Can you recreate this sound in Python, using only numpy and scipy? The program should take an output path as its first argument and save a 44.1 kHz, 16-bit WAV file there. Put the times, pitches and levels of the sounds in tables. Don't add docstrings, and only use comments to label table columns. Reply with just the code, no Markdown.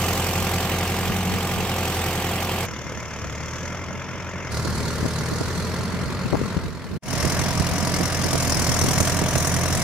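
import sys
import numpy as np
from scipy import signal
from scipy.fft import rfft, irfft, next_fast_len
from scipy.io import wavfile
from scipy.ndimage import uniform_filter1d, map_coordinates

SR = 44100
rng = np.random.default_rng(int(sys.argv[2]) if len(sys.argv) > 2 else 0)


def int16_out(signal):
    q = np.round(np.clip(np.atleast_2d(signal).T, -1, 1) * 32767)
    wavfile.write(sys.argv[1], SR, q.astype(np.int16))


N = 433503
TIME_S = np.arange(N) / SR

# start_s, rasp_rest_db, clatter_rest_db (nominal levels between firings),
# burst_s (nominal), alike_hz (ports differ above), right_lag_samples (rounded in use)
PLACES = [(0, -12, -4, 0.011, 2340, 1.5), (2.655, -15, -5.5, 0.012, 3580, 1.5),
          (4.515, -13, -4.5, 0.013, 1790, -1), (7.0, -19.5, -5, 0.013, 1850, -2.5)]
# clatter_db, rasp_db, rasp_gain_at_full_fuel_db, nearing_db_per_s, breeze_db (before trim)
LEVELS = [(-2, -2.5, 4.5, -0.66, -50), (-3.5, -8.5, 11.5, 1, -39), (-2, -9.5, 10, -0.6, -32),
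          (0.5, -7, 6.5, 0.13, -29)]

# freq_hz, density_db_per_hz
WIND_COLOUR = [(25, -22), (42, -10), (62, 2.5), (90, 1), (150, -0.5), (230, -1), (345, -12), (640, -24),
               (1200, -46)]
# centre_s, level_db, sigma_s
GUSTS = [(0.418, -31, 0.018), (1.095, -32, 0.044), (1.327, -31, 0.027), (1.593, -35, 0.053),
         (3.27, -36, .022), (6.377, -26.5, 0.08), (8.753, -28, 0.12), (9.578, -29, 0.035)]
# start_s, peak_db (nominal), string_length_s, eddy_pitch_hz, left_minus_right_db
BUFFETS = [(4.657, -14, .005, 170, -14), (5.028, -12, .008, 90, 12), (5.047, -13.5, .018, 160, 10),
           (5.32, -16, .016, 221, -8), (5.408, -15, .014, 250, -4), (6.262, -13, .006, 100, 14),
           (6.328, -8.5, .031, 240, 11), (6.416, -10, .006, 135, 10), (6.569, -11, .017, 145, 10),
           (7.24, -12.5, 0.032, 130, -13), (7.6, -10.5, .014, 130, -9), (8.005, -12.5, .012, 220, -11),
           (8.256, -12, .008, 130, -12), (8.338, -12, .02, 150, -12), (8.848, -8.5, .012, 80, 9),
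           (8.879, -12, 0.0077, 170, 11), (9.008, -10, .014, 140, -11.5), (9.219, -12, 0.0087, 150, -14),
           (9.358, -12, .016, 119, -13)]

# first_cylinder_firing_s, governed_firing_rate_hz
GOVERNOR = [(0.081, 44.24), (2.707, 44.29), (4.567, 45.16), (7.0302, 43.82)]
# centre_s, firing_rate_sag_hz, half_length_s
DRAG = [(1.28, -1.54, 0.3), (1.98, 1.25, 0.17), (2.89, 6.41, 0.42), (3.36, 5.2, 0.27), (4.53, 3.86, 0.27),
        (5.08, 5.64, 0.62), (7.17, 2.52, 0.19), (8.61, 2.76, 0.26), (9.22, 1.1, 0.57)]
DROOP_HZ, GOVERNOR_LAG_S, FUEL_CLATTER_DB = 2.3, 0.018, 2
CLATTER_DB_PER_HZ, RASP_DB_PER_HZ = 0.2554, 0.69
THROTTLE_OFF_S, COAST_HZ_PER_S = 6.54, 8.2
CUT_S, CUT_CLATTER_DB, CUT_RASP_DB = 0.18, -6, -4

BOOM = [(-37, -26.5, -35, -32.5, -43), (-50, -35, -39, -42, -53), (-43, -30.7, -32.5, -37.5, -44),
        (-40, -28.3, -34, -35.5, -48)]
# time_s, gain_db
BOOM_LEVEL = [(1.4, 1), (2.0, -0.5), (3.05, -1.5), (3.25, 3.5), (3.75, 3), (4.05, -2), (4.55, 2.5),
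              (5.6, 1.5), (6.9, -3.5), (7.3, -0.5), (8.8, 0)]
# multiple_of_firing_rate, resonance_hz, level_db (before swell)
OVERTONES = [(8, 354, -37), (12, 525, -35.5)]
# pitch_hz (mean), level_db (before scatter and swell), ring_s
RINGS = [
    [],
    [],
    [(4380, -39, .005)],
    [(665, -30, .0055)],
]
# centre_hz, lift_db
PANELS = [
    [(1190, 4.5)],
    [(1355, 4.5), (1665, 3.5), (2100, 6)],
    [(1400, 5.5), (2030, 2.5), (4300, 3)],
    [(975, 3.5), (1170, 3.5)],
]
REPEAT = [.45, .2, .35, .5]
# time_s, extra_db (nominal)
HARD_FIRINGS = [(.604, 2.5), (2.765, 3.5), (3.298, 4), (3.406, 4), (8.671, 3), (8.981, 3), (9.007, 3),
                (9.077, 2.5), (9.356, 3), (9.451, 2)]
# time_s, gain_db
TREBLE = [(0.0, 2), (.6, -0.5), (2.4, -0.8), (4.6, 1), (5.9, -2), (6.5, -1.2), (7.15, -3), (8.1, -0.5),
          (9.1, 2.5), (9.25, -3.5), (9.42, 3), (9.6, -1), (9.83, 2.5)]
# time_s, centre_hz, lift_db
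BRIGHT = [(7.0, 5300, 6), (8.0, 5100, 5.5), (8.65, 5300, 6.5), (9.08, 6060, 4), (9.83, 5640, 3.5)]
# freq_hz, density_db_per_hz
BESIDE_SPECTRA = ([(150.0, -53.5), (245.0, -55.5), (320, -58), (470.0, -56), (590.0, -65.5), (720.0, -56),
                  (854.0, -62.5), (1152.0, -61.5), (1387.0, -64), (2665.0, -62.5), (3305.0, -69.5),
                  (6212.0, -69.5), (9084.0, -94), (11630.0, -85), (15300.0, -88)], [(150.0, -53),
                  (330, -58), (470.0, -56.5), (590.0, -61), (769.0, -59), (1387.0, -64), (3080.0, -60),
                  (4045.0, -72.5), (5862.0, -70), (8185.0, -65), (10050.0, -76), (11630.0, -67.5),
                  (15300.0, -69.5)])
FAR_SPECTRA = ([(150.0, -57), (284.0, -66.5), (615.0, -66.5), (769.0, -72), (947.0, -68.5), (2117.0, -67.5),
               (3540.0, -81), (4400.0, -91), (5526.0, -74.5), (6576.0, -74), (8626.0, -102), (10559.0, -96),
               (15300.0, -101.0)], [(150.0, -64.5), (615.0, -64.5), (769.0, -77.5), (947.0, -67.5),
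               (3540.0, -75.5), (3787.0, -90), (5526.0, -76), (6956.0, -76.5), (8626.0, -99.1),
               (11085.0, -91.5), (15300.0, -102.7)])
BEHIND_SPECTRA = ([(150.0, -53.5), (245.0, -56), (320.0, -63), (400.0, -58.5), (615.0, -61.5), (769.0, -74),
                  (947.0, -64), (2117.0, -66.5), (3540.0, -82), (4316.0, -71.5), (6576.0, -74),
                  (10050.0, -104), (10559.0, -90), (15300.0, -88)], [(150.0, -54.5), (245.0, -54.5),
                  (284.0, -62), (450.0, -58), (769.0, -69.5), (947.0, -67), (1653.0, -67), (2290.0, -73.5),
                  (6956.0, -70.5), (11085.0, -75.5), (15300.0, -90)])
OTHER_SIDE_SPECTRA = ([(150.0, -60.5), (330.0, -64.5), (427.0, -64), (689.0, -60.5), (854.0, -67),
                      (2117.0, -64), (4045.0, -76), (5862.0, -60.5), (7350.0, -64.5), (9084.0, -91),
                      (10559.0, -74.5), (12194.0, -80), (13998.0, -70.5), (15300.0, -80)], [(150.0, -49),
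                      (300.0, -57.5), (427.0, -62), (689.0, -60), (854.0, -73), (947.0, -66.5),
                      (2290.0, -68.5), (2472.0, -75), (2665.0, -72), (5526.0, -70), (6956.0, -66),
                      (9558.0, -62), (15300.0, -76.5)])

DROPOUT_S, DROPOUT_HALF_S, DROPOUT_DB = 7.004, 0.022, -62
RETURN_DB, RETURN_S = -33, 0.049
TOP_HZ = 15600


def amp(db):
    return 10 ** (np.asarray(db) / 20)


def curve(rows):
    rows = np.array(rows)
    return np.interp(TIME_S, rows[:, 0], rows[:, 1])


def unit(x):
    return x / np.sqrt(np.mean(x ** 2))


def shape(x, response):
    size = next_fast_len(x.shape[-1], True)
    hz = np.maximum(np.fft.rfftfreq(size, 1 / SR), 1)
    return irfft(rfft(x, size) * response(hz), size)[..., :x.shape[-1]]


def below(f, hz, order=4):
    return 1 / np.sqrt(1 + (f / hz) ** (2 * order))


def lift(f, hz, half_width_hz):
    return 1 / (1 + ((f - hz) / half_width_hz) ** 2)


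def colour(x, points, low_hz):
    hz, db = np.transpose(points)
    log_hz = np.log(np.sort(hz))
    return shape(x, lambda f: amp(np.interp(np.log(f), log_hz, db)) * below(low_hz, f))


def walk(rate_hz):
    knots = rng.standard_normal(2000)
    drift = np.interp(TIME_S * rate_hz, np.arange(len(knots)), knots)
    return unit(uniform_filter1d(drift, int(SR / rate_hz / 2)))


def presence(k):
    edges = [max(int(place[0] * SR), 0) for place in PLACES] + [N]
    index = np.arange(N)
    here = (index >= edges[k]) & (index < edges[k + 1])
    return np.maximum(uniform_filter1d(here * 1., SR // 50), 0)


def wind(flutter_db=3, breeze_trim_db=-1.5):
    flutter = unit(amp(flutter_db * np.array([walk(35), walk(35)])))
    breeze = sum(amp(row[-1] + breeze_trim_db) * presence(k) for k, row in enumerate(LEVELS))
    gusts = sum(amp(db) * np.exp(-((TIME_S - s) / sigma_s) ** 2 / 2) for s, db, sigma_s in GUSTS)
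    rumble = unit(colour(rng.standard_normal((2, N)), WIND_COLOUR, 28))
    return rumble * flutter * np.hypot(breeze, gusts)


def buffets(spacing=1.25, scatter=0.34):
    out = np.zeros((2, N))
    for s, db, length_s, hz, pan_db in BUFFETS:
        near = slice(int((s - length_s) * SR), int((s + length_s + 1 / 20) * SR))
        for port, side in enumerate([1, -1]):
            gain = amp(db + min(side * pan_db, 0))
            chance = rng.standard_normal((20, 3))
            for after_s, (late, wide, sign) in zip(np.arange(0, length_s, spacing / hz), chance):
                phase = 2 * np.pi * hz * (TIME_S[near] - s - after_s) - late
                u = phase * np.exp(scatter * wide)
                out[port, near] += gain * np.sign(sign) * np.pi * u / (1 + u ** 2) ** 2
    return shape(out, lambda f: below(55, f, order=3))


def crankshaft(start_s, end_s, first_s, governed_hz):
    here = lambda s: start_s <= s < end_s
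    sag_hz = sum(depth * np.exp(-((TIME_S - s) / half) ** 2) for s, depth, half in DRAG if here(s))
    coasting_s = np.maximum(TIME_S - THROTTLE_OFF_S, 0) * here(THROTTLE_OFF_S)
    hz = np.maximum(governed_hz - sag_hz - COAST_HZ_PER_S * coasting_s, governed_hz / 2)
    firing = np.cumsum(hz) / SR
    firing = firing - np.interp(first_s, TIME_S, firing) + 8
    fuel = np.tanh(np.interp(TIME_S - GOVERNOR_LAG_S, TIME_S, sag_hz) / DROOP_HZ)
    return hz, firing, fuel, np.minimum(coasting_s / CUT_S, 1)


def effort(over_hz, fuel, closed, clatter_db, rasp_db, fuel_rasp_db):
    clatter_db = clatter_db + CLATTER_DB_PER_HZ * over_hz + FUEL_CLATTER_DB * fuel + CUT_CLATTER_DB * closed
    rasp_db = rasp_db + RASP_DB_PER_HZ * over_hz + fuel_rasp_db * fuel + CUT_RASP_DB * closed
    return amp([clatter_db, rasp_db])


def hard_knocks(firing, time_s):
    extra_db = np.zeros(500)
    for s, db in HARD_FIRINGS:
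        if time_s[0] < s < time_s[-1]:
            extra_db[int(np.interp(s, time_s, firing) + 1 / 4)] = db
    return extra_db[firing.astype(int)]


def knocks(firing, size=2048):
    pattern = rng.standard_normal(size)
    return unit(np.interp(firing / 4 % 1 * size, np.arange(size), pattern)) * np.sqrt(1 / 2)


def burst(age_s, strength, length_s, rest_db, rise_s):
    blow = strength * (1 - np.exp(-(age_s / rise_s) ** 2)) * np.exp(-(age_s / length_s) ** 2)
    return np.sqrt(blow ** 2 + amp(rest_db) ** 2)


def stroke_colour(noise, firing, time_s, patchy_db=2.3, patch_hz=300, from_hz=2000, bright_width_hz=600):
    f, t, frames = signal.stft(noise, SR, nperseg=512)
    f, t = f[:, None], t + time_s[0]
    number = np.interp(t, time_s, firing).astype(int)
    patches = rng.standard_normal((500, 200))
    where = np.broadcast_arrays(number, f / patch_hz)
    db = patchy_db * map_coordinates(patches, where, order=1, mode="mirror")
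    db = db * below(from_hz, f + 1, order=2)
    when_s, centre_hz, lift_db = np.transpose(BRIGHT)
    bright_db = np.interp(t, when_s, lift_db, left=0)
    db = db + bright_db * lift(f, np.interp(t, when_s, centre_hz), bright_width_hz)
    return signal.istft(frames * amp(db), SR)[1][:, :len(time_s)]


def engine_noise(firing, time_s, age_s, force, hard_db, swell, rest_db, clatter_rest_db, length_s,
                 alike_hz, repeat, common=0.22, grit_db=1.46, rasp_share=0.34):
    n = len(age_s)
    direct = np.sqrt(1 - repeat) * rng.standard_normal(n) + np.sqrt(repeat) * knocks(firing)
    unlike = lambda f: np.sqrt(1 - common) * below(alike_hz, f, order=2)
    noise = shape(direct, lambda f: np.sqrt(1 - unlike(f) ** 2)) + shape(rng.standard_normal((2, n)), unlike)
    noise = stroke_colour(noise, firing, time_s)

    drum_hz, rasp_hz = 800, 3800
    blow = force * amp(hard_db)
    drum = shape(noise, lambda f: below(f, drum_hz))
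    drum = drum * unit(burst(age_s, blow, length_s * 0.69, clatter_rest_db - 2.5, 0.0037))
    clatter = shape(noise, lambda f: below(drum_hz, f) * below(f, rasp_hz))
    clatter = clatter * unit(burst(age_s, blow, length_s * 0.85, clatter_rest_db, 0.0025))
    grit = amp(grit_db * np.repeat(rng.standard_normal(n), SR // 1000)[:n])
    rasp_blow = force * amp(rasp_share * hard_db)
    rasp = shape(noise, lambda f: below(rasp_hz, f, order=10))
    rasp = rasp * unit(grit * burst(age_s, rasp_blow, length_s, rest_db + 1.5, 0.0049))
    return (drum + clatter) * swell[0] + amp(0.5) * rasp * swell[1]


def panels(f, modes, sharpness=55, base_db=-.5):
    return amp(base_db + sum(db * lift(f, hz, hz / sharpness) for hz, db in modes))


def ringing(firing, age_s, hard_db, modes, scatter_db=2.0, detune=0.027, rise_s=0.0027, hard_gain=3.1):
    out = 0
    for hz, db, ring_s in modes:
        size, pitch, phase = rng.standard_normal((500, 3))[firing.astype(int)].T
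        rise = 1 - np.exp(-(age_s / rise_s) ** 2)
        decay = np.exp(-np.maximum(age_s - rise_s, 0) / ring_s)
        release = np.minimum(10 * (1 - firing % 1), 1)
        strength_db = db + np.where(hard_db > 0, hard_gain * hard_db, scatter_db * size)
        tone = np.sin(2 * np.pi * (hz * (1 + detune * pitch) * age_s + phase))
        out = out + amp(strength_db) * rise * decay * release * tone
    return out


def overtones(firing, hz, half_width_hz=14):
    return sum(amp(db) * lift(k * hz, at_hz, half_width_hz) * np.sin(2 * np.pi * k * firing)
               for k, at_hz, db in OVERTONES)


def exhaust(firing, hz, orders_db, waver_db=1.5, rough_db=1, pipe_hz=184, pipe_db=8):
    out = 0
    for k, db in enumerate(orders_db, 1):
        knots = rng.standard_normal(500)
        waver = np.interp(firing, np.arange(len(knots)), knots) * (waver_db + rough_db * (k - 2))
        level_db = db + waver + pipe_db * lift(k * hz, pipe_hz, 5.4)
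        out = out + amp(level_db) * np.cos(2 * np.pi * k * firing + np.pi * k * k / 2)
    return out


def tractor(scatter_db=.6):
    cylinders_db = np.array([0.99, -0.98, -1.4, 0.43])
    starts_s = [place[0] for place in PLACES] + [N / SR]
    out = np.zeros((2, N))
    for k, spectra in enumerate([BESIDE_SPECTRA, FAR_SPECTRA, BEHIND_SPECTRA, OTHER_SIDE_SPECTRA]):
        _, rest_db, clatter_rest_db, length_s, alike_hz, lag = PLACES[k]
        clatter_db, rasp_db, fuel_rasp_db, nearing_db_per_s, _ = LEVELS[k]
        first_s, governed_hz = GOVERNOR[k]
        fade = presence(k)
        on = fade > 1e-6
        time_s = TIME_S[on]

        crank = crankshaft(starts_s[k], starts_s[k + 1], first_s, governed_hz)
        hz, firing, fuel, closed = (v[on] for v in crank)
        force_db = cylinders_db[np.arange(500) % 4] + scatter_db * rng.standard_normal(500)
        force = amp(force_db)[firing.astype(int)]
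        rasp_db = rasp_db + curve(TREBLE)[on]
        swell = effort(hz - governed_hz, fuel, closed, clatter_db, rasp_db, fuel_rasp_db)
        swell = swell * amp(nearing_db_per_s * (time_s - starts_s[k]))
        age_s = firing % 1 / hz
        hard_db = hard_knocks(firing, time_s)

        noise = engine_noise(firing, time_s, age_s, force, hard_db, swell, rest_db, clatter_rest_db,
                             length_s, alike_hz, REPEAT[k])
        noise = shape(noise, lambda f: panels(f, PANELS[k]))
        left, right = (colour(port, points, 80.0) * np.sqrt(SR / 2) for port, points in zip(noise, spectra))
        ports = np.array([left, np.roll(right, round(lag))])

        tones = exhaust(firing, hz, BOOM[k]) * amp(curve(BOOM_LEVEL)[on])
        tones = tones + ringing(firing, age_s, hard_db, RINGS[k])
        if k == 0:
            tones = tones + overtones(firing, hz)
        out[:, on] += ports * np.sqrt(fade[on]) + tones * swell[0] * fade[on]
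    return out


def scene():
    return wind() + buffets() + tractor()


def record(dry):
    since_s = TIME_S - DROPOUT_S
    gap_db = DROPOUT_DB * np.exp(-((since_s / DROPOUT_HALF_S) ** 2) ** 2)
    return_db = RETURN_DB * np.exp(-np.abs(since_s) / RETURN_S) * (since_s > 0)
    return shape(dry * amp(np.minimum(gap_db, return_db)), lambda f: below(f, TOP_HZ, order=70))


dry = scene()
out = record(dry)
int16_out(out)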